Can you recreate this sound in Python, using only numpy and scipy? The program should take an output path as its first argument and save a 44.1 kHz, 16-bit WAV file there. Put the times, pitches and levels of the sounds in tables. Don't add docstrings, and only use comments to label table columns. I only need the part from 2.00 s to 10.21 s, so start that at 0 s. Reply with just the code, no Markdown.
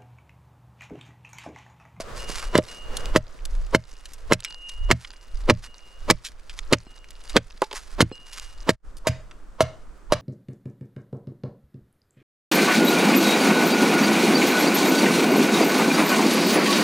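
import sys
import numpy as np
from scipy import signal
from scipy.fft import rfft, irfft
from scipy.io import wavfile
from scipy.ndimage import uniform_filter1d

SR = 44100
rng = np.random.default_rng(int(sys.argv[2]) if len(sys.argv) > 2 else 0)


def dump_mix(stems):
    frames = np.atleast_2d(stems).T
    limited = np.clip(frames, -1, 1)
    pcm = np.round(limited * 32767).astype(np.int16)
    wavfile.write(sys.argv[1], SR, pcm)


N = 362061
TIME, HZ = np.arange(N) / SR, np.fft.rfftfreq(N, 1 / SR)
HIT = np.arange(16384) / SR
HIT_HZ = np.fft.rfftfreq(len(HIT), 1 / SR)
FAR_FROM_S = 6.8
NEAR = TIME < FAR_FROM_S


def amp(db):
    return 10 ** (np.asarray(db) / 20)

def unit_rms(x):
    return x / np.sqrt(np.mean(x ** 2) + 1e-20)

def burst(x, db):
    return amp(db) * x / np.sqrt(np.sum(x ** 2) / (SR / 50) + 1e-20)

def read(points, hz):
    f, value = np.transpose(points)
    return np.interp(np.log(hz + 1), np.log(f + 1), value)

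def add(mix, s, sound):
    part = mix[max(round(s * SR), 0):][:len(sound)]
    part += sound[:len(part)]

def colour(x, db):
    log_gain = np.log(amp(np.maximum(np.r_[db, db[-2:0:-1]], -100)))
    return irfft(rfft(x) * np.exp(np.conj(signal.hilbert(log_gain)))[:len(db)])

def shaped(x, spectrum):
    return unit_rms(irfft(rfft(x) * amp(read(spectrum, HZ)), N))

def wander(count, size):
    return unit_rms(uniform_filter1d(uniform_filter1d(rng.standard_normal(count), size), size // 2))

def swells(rows):
    return np.sqrt(sum((amp(db) * np.exp(-((TIME - s) / half) ** 2)) ** 2 for s, half, db in rows))

def curve(points):
    return amp(np.interp(TIME, *np.transpose(points)))

def grains(envelope, per_s, spread_db):
    size = amp(spread_db * np.minimum(rng.exponential(1, len(envelope)), 4))
    sign = rng.choice([-1, 1], len(envelope))
    return envelope * size * sign * (rng.random(len(envelope)) < per_s / SR)

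def ring(modes, t=HIT, pitch=1, hold=1, scatter=0):
    hz, db, t60 = np.transpose(modes)[:, :, None]
    hz = hz * pitch * (1 + scatter * rng.standard_normal(hz.shape))
    return (amp(db - 60 * t / np.maximum(t60 * hold, 1e-3)) * np.sin(2 * np.pi * hz * t)).sum(0)

def stereo_noise(side):
    shared, apart = rng.standard_normal((2, N))
    return np.array([shared + side * apart, shared - side * apart])

def next_chop(s):
    times = np.array([row[0] for row in STROKES] + [N / SR])
    return times[np.searchsorted(times[:-1], s)]

def build_up(rise_s=0.12):
    return np.exp((TIME - next_chop(TIME)) / rise_s)


# (frequency [Hz], relative spectral density [dB])
GLADE_SPECTRUM = [(40, 3.5), (100, -7.5), (200, -1), (330, -0.5), (520, 2.5), (800, -2.5), (1300, 0.5),
                  (2200, -8), (4000, -13.5), (8000, -19.5), (15000, -32.5)]
FOREST_SPECTRUM = [(60, -7.5), (150, 6.5), (300, 8), (520, 3), (800, -0.5), (1300, 2.5), (2200, -10.5),
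                   (4000, -17), (8000, -16), (15000, -34)]
def air(near_db=-68, far_db=-48, swell_db=-59):
    near = np.hypot(amp(near_db), amp(swell_db) * build_up())
    near = near * shaped(stereo_noise(0.53), GLADE_SPECTRUM)
    far = amp(far_db) * shaped(stereo_noise(0.48), FOREST_SPECTRUM)
    return np.where(NEAR, near, far)

# (time [s], level [dB])
HANDLING_LEVEL = [(0, -57), (.1, -47.5), (.4, -53.5), (.82, -57), (.93, -47.5), (1.08, -47), (1.22, -61.5),
                  (1.58, -59.5), (1.85, -78)]
# (frequency [Hz], relative spectral density [dB])
HANDLING_SPECTRUM = [(60, 9), (150, 0.5), (300, -2), (520, 6), (780, -3.5), (1200, 0.5), (2200, -10),
                     (4000, -15.5), (8000, -20.5), (15000, -36.5)]
def handling():
    return curve(HANDLING_LEVEL) * shaped(stereo_noise(0.55), HANDLING_SPECTRUM)

# (frequency [Hz], relative spectral density [dB])
WIND_SPECTRUM = [(15, 10), (30, 10.5), (55, -2), (75, -17), (110, -20), (300, -56.5), (1000, -87)]
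# (centre time [s], half length [s], level [dB])
PUFFS = [(.3, 0.2, -41.5), (1.06, 0.2, -34.5), (1.54, 0.095, -28.5), (2.86, 0.063, -31),
         (3.42, 0.14, -38.5), (4.08, 0.088, -34.5), (7.05, 0.36, -34.5), (8.15, 0.069, -25)]
def wind(near_db=-53, far_db=-35, swell_db=-38, lump_db=3.0):
    breeze = np.where(NEAR, np.hypot(amp(near_db), amp(swell_db) * build_up()), amp(far_db))
    rumble = shaped(stereo_noise(0.37) * amp(lump_db * wander(N, size=5000)), WIND_SPECTRUM)
    return np.hypot(breeze, swells(PUFFS)) * rumble * amp([[-1], [1]])

# (frequency [Hz], relative spectral density [dB])
RUSTLE_SPECTRUM = [(300, -17), (1000, 8), (2000, 6.5), (3200, 3), (5000, 6.5), (8000, 0.5), (11000, -4.5),
                   (13000, -17), (16000, -37.5)]
def litter(level_db=-68, pitch_hz=5500, twigs=16):
    flurries = amp(6 * wander(N, size=4000)) * NEAR
    ticks, t = np.zeros(N), HIT[:256]
    for hz in pitch_hz * np.geomspace(0.5, 1.7, twigs):
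        fracture = rng.standard_normal(len(t)) * np.exp(-t / 0.001)
        resonance = np.exp(-t * hz / 1.5) * np.sin(2 * np.pi * hz * t)
        snap = unit_rms(signal.fftconvolve(fracture, resonance))
        ticks += signal.oaconvolve(grains(flurries, per_s=5, spread_db=3), snap)[:N]
    return amp(level_db) * shaped(ticks, RUSTLE_SPECTRUM)

# (centre time [s], half length [s], relative level [dB])
BODY_SHIFTS = [(.01, 0.013, -37), (.2, 0.036, -39.5), (.29, 0.037, -37), (.375, 0.026, -34.5),
               (.48, 0.053, -49.5), (.73, 0.076, -46.5), (.98, 0.046, -53), (1.62, 0.15, -64.5),
               (3.03, 0.043, -50), (3.63, 0.034, -55), (5.3, 0.054, -53.5), (5.77, 0.041, -44),
               (5.88, 0.075, -48.5), (6.37, 0.096, -49.5)]
def clothes(gain_db=-4.5, lift_db=-62, lift_lead_s=0.18, lift_half_s=0.062, near_db=-65, far_db=-64):
    lifts = [(s - lift_lead_s, lift_half_s, lift_db) for s, *_ in STROKES if s < FAR_FROM_S]
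    motion = np.hypot(swells(list(BODY_SHIFTS) + lifts), amp(np.where(NEAR, near_db, far_db)))
    clumps = amp(5 * wander(N, size=900))
    return amp(gain_db) * motion * shaped(grains(clumps, per_s=3000, spread_db=4.5), RUSTLE_SPECTRUM)

def lulls(depth_db=7, recovery_s=0.15):
    sunk_db = np.zeros(N)
    for s, *_ in STROKES:
        add(sunk_db, s, depth_db * np.clip(1 - HIT / recovery_s, 0, 1))
    return amp(-sunk_db)

# (frequency [Hz], decay time T60 [s])
FOREST_DECAY = [(100, 0.63), (600, 0.49), (2000, 0.43), (6000, 0.41), (14000, 0.6)]
def trunks(x, echoes_per_s=1500, gap_s=0.006):
    taps = rng.standard_normal((2, SR)) * (rng.random((2, SR)) < echoes_per_s / SR)
    taps[:, :round(gap_s * SR)] = 0
    hz, t, spectra = signal.stft(taps + 0.5 * taps[::-1], SR, nperseg=256)
    tone_db = read([(100, -11), (600, -8.5), (2000, -1.5), (6000, -5.5), (14000, -21)], hz)[:, None]
    decay_db = 60 * t / read(FOREST_DECAY, hz)[:, None]
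    tail = signal.istft(spectra * amp(tone_db - decay_db), SR, nperseg=256)[1]
    return signal.fftconvolve(x[None], tail / np.linalg.norm(tail[0]), axes=1)[:, :N]

# (frequency [Hz], left minus right [dB])
LEVEL_DIFFERENCE = [(100, -.7), (380, -1.4), (1300, -2.4), (2400, -1.4), (9000, -1.5), (14000, .3)]
# (frequency [Hz], lead of the left [rad])
PHASE_DIFFERENCE = [(0, 0), (500, -.25), (1500, -.4), (2800, -.7), (4000, -.7), (7000, -.5), (14000, -.6)]
def ports(x):
    half = amp(read(LEVEL_DIFFERENCE, HZ) / 2) * np.exp(0.5j * read(PHASE_DIFFERENCE, HZ))
    return irfft(rfft(x) * np.array([half, 1 / half]), N)

def from_afar(x, thin_db=5.0, thin_hz=260, woody_db=6.5, woody_hz=1000):
    peak_db = woody_db * np.exp(-(2 * np.log2((HZ + 1) / woody_hz)) ** 2)
    trough_db = thin_db * np.exp(-(1.12 * np.log2((HZ + 1) / thin_hz)) ** 2)
    return irfft(rfft(x) * amp(peak_db - trough_db), N)

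# (time [s], level [dB], centre frequency [Hz], length [s])
CHIP_SNAPS = [(0.426, -46, 1230, 0.025), (0.578, -36, 5600, 0.0033), (.9685, -40, 5560, 0.0072),
              (1.0574, -48.5, 5840, 0.00099), (1.453, -47.5, 4630, 0.0039), (2.0553, -53, 4040, 0.01),
              (2.134, -55.5, 7040, 0.0088), (2.333, -33.5, 4830, 0.002), (2.405, -53, 4800, 0.00045),
              (2.448, -40, 4160, 0.004), (2.457, -54, 2250, 0.0091), (2.691, -49.5, 4050, 0.0085),
              (3.0465, -49, 2090, 0.006), (3.136, -61, 1950, .0022), (4.1094, -28, 5560, .001),
              (4.248, -42, 4100, 0.028), (4.496, -50.5, 2780, 0.014), (4.59, -44, 3300, 0.0034),
              (4.7273, -34, 4630, 0.0012), (5.1065, -58, 5330, 0.0047), (5.296, -50.5, 4550, 0.0098),
              (5.618, -47, 5300, 0.0035), (5.632, -50, 3380, 0.015), (5.711, -50, 2360, 0.0091),
              (5.729, -47.5, 3520, 0.0041), (6.015, -33, 4870, 0.00067), (6.3253, -51, 5400, 0.019),
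              (6.397, -49.5, 4630, 0.0026), (6.969, -45.5, 6200, 0.014), (7.3114, -45, 2300, 0.0063)]
def chips(low_hz=1000, top_hz=11500, skirt_db=5.5, ripple_db=3):
    out = np.zeros(N)
    band_db = -10 * np.log10((1 + (HIT_HZ / top_hz) ** 16) * (1 + (low_hz / (HIT_HZ + 1)) ** 6))
    for s, db, hz, length in CHIP_SNAPS:
        clump = grains(np.exp(-(HIT / length) ** 2), per_s=5000, spread_db=6)
        clump[0] += 4
        tone_db = band_db - skirt_db * np.log2((HIT_HZ + 400) / hz) ** 2
        resonances_db = ripple_db * wander(len(HIT_HZ), size=130)
        add(out, s, burst(colour(clump, tone_db + resonances_db), db))
    return out

# (time [s], level [dB])
SLAB_LANDINGS = [(5.6196, -27), (5.715, -50), (5.732, -48)]
# (frequency [Hz], relative level [dB], decay time T60 [s])
SLAB_MODES = [(410, -1, 0.051), (542, 14, 0.0066), (869, -2, 0.083), (940, 9.5, 0.014), (1110, -9, 0.014),
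              (1403, -14.5, 0.013), (2660, -21.5, 0.017)]
def slab(rattle_db=-8, rattle_s=0.0058, low_hz=380):
    out = np.zeros(N)
    low_cut_db = -10 * np.log10(1 + (low_hz / (HIT_HZ + 1)) ** 4)
    for s, db in SLAB_LANDINGS:
        contact = grains(amp(rattle_db) * np.exp(-HIT / rattle_s), per_s=1600, spread_db=3.2)
        contact[0] = 1
        clatter = signal.fftconvolve(contact, ring(SLAB_MODES))[:len(HIT)]
        add(out, s, burst(colour(clatter, low_cut_db), db))
    return out

# (frequency [Hz], relative level [dB], decay time T60 [s])
HEAD_MODES = [(2857, -10.5, 10), (4180, -6, .06), (5130, -13.5, 0.1), (7830, -19, 0.16)]
# (time [s], relative level [dB])
HEAD_RELEASES = [(.19, -43), (.68, -43), (1.85, -65.5), (2.449, -42), (3.05, -59), (3.638, -51.5),
                 (4.865, -57), (6.12, -51)]
def axe_head(nearest_m=0.46, travel_m=0.21, fade_s=0.0063, waver_db=2.5):
    out = np.zeros(N)
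    for start, db in HEAD_RELEASES:
        t = np.arange(0, next_chop(start) - start, 1 / SR)
        lift_m = travel_m * np.exp(-((t / t[-1] - 0.7) / 0.28) ** 2)
        heard = ring(HEAD_MODES, t - lift_m / 343) * nearest_m / (nearest_m + lift_m)
        gate = np.clip(np.minimum(t, t[-1] - t) / fade_s, 0, 1)
        add(out, start, np.sqrt(2) * amp(db) * heard * gate)
    return out * amp(waver_db * wander(N, size=3500))

def lead_in(db, lead_s, rise_s=0.011):
    envelope = np.exp(np.minimum(HIT - lead_s, 0) / rise_s) * np.minimum(3 * HIT / lead_s, 1)
    noise = grains(envelope * (HIT < lead_s), per_s=9800, spread_db=1.2)
    spectrum = [(100, -15), (350, 0), (600, 1.5), (780, -12), (1000, 1), (1500, -15), (4000, -21),
                (8500, -34.5), (15000, -46)]
    return burst(colour(noise, read(spectrum, HIT_HZ)), db)

# (frequency [Hz], relative spectral density [dB])
TEAR_SPECTRUM = [(200, -6), (500, 6.5), (780, 1.5), (1100, 2.5), (2000, 2.5), (3000, -2.5), (4400, -3),
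                 (7000, -10), (10500, -20), (13000, -29), (16000, -42.5)]
def tearing(db, length, tilt_db, bite_db=7, bite_s=0.0047, fade_s=0.0039, faint_db=-27, faint_s=0.0051):
    bite = amp(bite_db) * np.exp(-HIT / bite_s) + amp(faint_db) * np.exp(-HIT / faint_s)
    sinking = np.exp(-np.maximum(HIT - length, 0) / fade_s)
    resonances_db = 2 * wander(len(HIT_HZ), size=90)
    tone_db = read(TEAR_SPECTRUM, HIT_HZ) + tilt_db * np.log2((HIT_HZ + 300) / 2500) + resonances_db
    return burst(colour(grains(bite + sinking, per_s=7000, spread_db=2.8), tone_db), db)

# (frequency [Hz], relative level [dB], nominal T60 [s])
STUMP_MODES = [(79, -9, 0.18), (117.7, -4, .17), (165.7, -12, 0.16), (237, -6.5, 0.091)]
def stump(db, rise_s=0.016):
    onset = 1 - np.exp(-(HIT / rise_s) ** 2)
    return burst(ring(STUMP_MODES, hold=0.95, scatter=0.05) * onset, db)

# (frequency [Hz], relative level [dB], decay time T60 [s])
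PLANK_MODES = [(183, -6.5, 0.096), (259, 0, 0.022), (351.4, 0.5, 0.042), (462.6, 5, 0.024),
               (554.5, 1, 0.042), (643.7, -6, 0.073), (971, -8, 0.043), (1116, 1.5, 0.019),
               (1413, -2.5, 0.024), (1780, 3, 0.0074), (2149, -0.5, .02), (2900, 4.5, 0.0045),
               (3076, -0.5, 0.034), (4310, -2, 0.038), (5000, -11, 0.0053), (5630, -5.5, 0.023),
               (7900, -2.5, 0.023)]
def knock(db, hard_hz, pitch, hollow_db, clack_db=0, spread_s=0.001343, radiate_hz=175):
    hz, mode_db, t60 = np.transpose(PLANK_MODES)
    mode_db = mode_db + hollow_db * np.exp(-((hz - 625) / 70) ** 2)
    mode_db += clack_db * np.exp(-((hz - 2000) / 550) ** 2)
    wood = ring(np.transpose([hz, mode_db, t60]), pitch=pitch, scatter=0.016)
    contact_loss = 1 + (HIT_HZ / hard_hz) ** 2
    radiation_loss = 1 + (radiate_hz / (HIT_HZ + 1)) ** 4
    wood = colour(wood, -10 * np.log10(contact_loss * radiation_loss))
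    delay = spread_s * np.sqrt(400 / (HIT_HZ + 100))
    phase = 2 * np.pi * np.cumsum(delay - delay[-1]) * HIT_HZ[1]
    return burst(irfft(rfft(wood) * np.exp(-1j * phase)), db)

# (time [s], blow level [dB], contact cutoff [Hz], plank pitch [ratio],
# hollow boost [dB], clack boost [dB], tearing level [dB], tearing length [s],
# tearing tilt [dB/octave], stump level [dB])
STROKES = [(0.5536, -18.5, 2300, 0.95, 8.5, 7.5, -28, 0.036, -2, -28.5),
           (1.1605, -17.5, 1520, .93, 9, 9, -28.5, .013, 3, -33.5),
           (1.748, -18, 1880, 0.97, 3, 11.5, -29.5, .011, 3, -33.5),
           (2.3219, -18.5, 1530, 0.96, 2.5, 12.5, -28, 0.018, 2, -35),
           (2.9122, -21, 3400, 1, 3, 13.5, -21.5, 0.0055, 1, -26.5),
           (3.498, -20, 1850, 0.93, -1, 6.5, -19.5, 0.0073, -2, -25),
           (4.1005, -32.5, 3000, 1, 3.5, 5, -18.5, 0.011, 1, -36),
           (4.732, -21.5, 1590, 0.9, -4.5, 5.5, -21.5, 0.0023, -.5, -35),
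           (5.365, -23, 2980, 0.82, -2.5, 0, -20, 0.0082, 0, -37),
           (6.006, -18, 1830, 0.99, -10, 8.5, -23.5, 0.015, 3.5, -26),
           (6.6917, -19, 1360, 0.98, 1.5, 3, -24.5, .014, 1.5, -37.5),
           (7.07, -10.5, 1200, .96, 19.5, 7.5, -15.5, 0.017, 5, -10.5),
           (7.6062, -4.5, 1930, 0.96, 19.5, 5, -17.5, 0.02, 4, -14.5),
           (8.1222, -5, 1210, 0.94, 16.5, -17, -14.5, .015, 2, -19)]
# (time [s],
# relative level [dB], contact cutoff [Hz], plank pitch [ratio], hollow boost [dB])
DULL_KNOCKS = [(.001, -39.5, 720, 1.0, 23), (0.296, -42, 714, 1, 5), (0.5854, -20, 370, 0.93, 11),
               (2.3132, -27, 1210, 0.94, 11), (2.904, -27.5, 2550, 0.94, -8), (3.49, -25.5, 838, 1, 2),
               (3.5063, -22.5, 513, 0.92, 1), (4.1087, -23, 303, 0.93, 1.5), (4.724, -24, 649, 0.94, 9.5),
               (4.867, -55, 600, 0.72, -17), (5.3594, -24.5, 900, 0.93, 1), (5.369, -25, 2020, 0.82, 1),
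               (6.025, -24.5, 205.2, 0.49, 4), (6.115, -42, 695, 0.78, 6)]
def chops(lead_s=0.03, near_lead_db=-29.5, far_lead_db=-31, far_stump_lag_s=0.006):
    out = np.zeros(N)
    for s, db, hard_hz, pitch, hollow_db, clack_db, tear_db, length, tilt_db, stump_db in STROKES:
        far = s > FAR_FROM_S
        add(out, s + far * far_stump_lag_s, stump(stump_db))
        add(out, s, knock(db, hard_hz, pitch, hollow_db, clack_db) + tearing(tear_db, length, tilt_db))
        add(out, s - lead_s, lead_in(far_lead_db if far else near_lead_db, lead_s))
    for s, *settings in DULL_KNOCKS:
        add(out, s, knock(*settings))
    return out

# (time [s], gain [dB])
OVERALL_GAIN = [(6.75, 9), (6.765, -20), (6.82, -35), (6.85, -7.5)]
def scene(chop_db=-3.5, far_db=2.67, near_echo_db=-43, far_echo_db=-20):
    work = amp(chop_db) * chops() + chips() + slab()
    near, far = work * NEAR, amp(far_db) * from_afar(work * ~NEAR)
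    echo = trunks(amp(near_echo_db) * near + amp(far_echo_db) * far)
    background = (ports(clothes() + litter()) + air() + handling() + wind()) * lulls()
    return (ports(near + far + axe_head()) + echo + background) * curve(OVERALL_GAIN)

def record(dry, ceiling=0.86, edge_hz=16400):
    rounded = dry / (1 + (dry / ceiling) ** 6) ** (1 / 6)
    low_pass = signal.firwin(511, edge_hz, window=("kaiser", 9), fs=SR)
    return signal.oaconvolve(rounded, low_pass[None], "same")


dry = scene()
out = record(dry)
dump_mix(out)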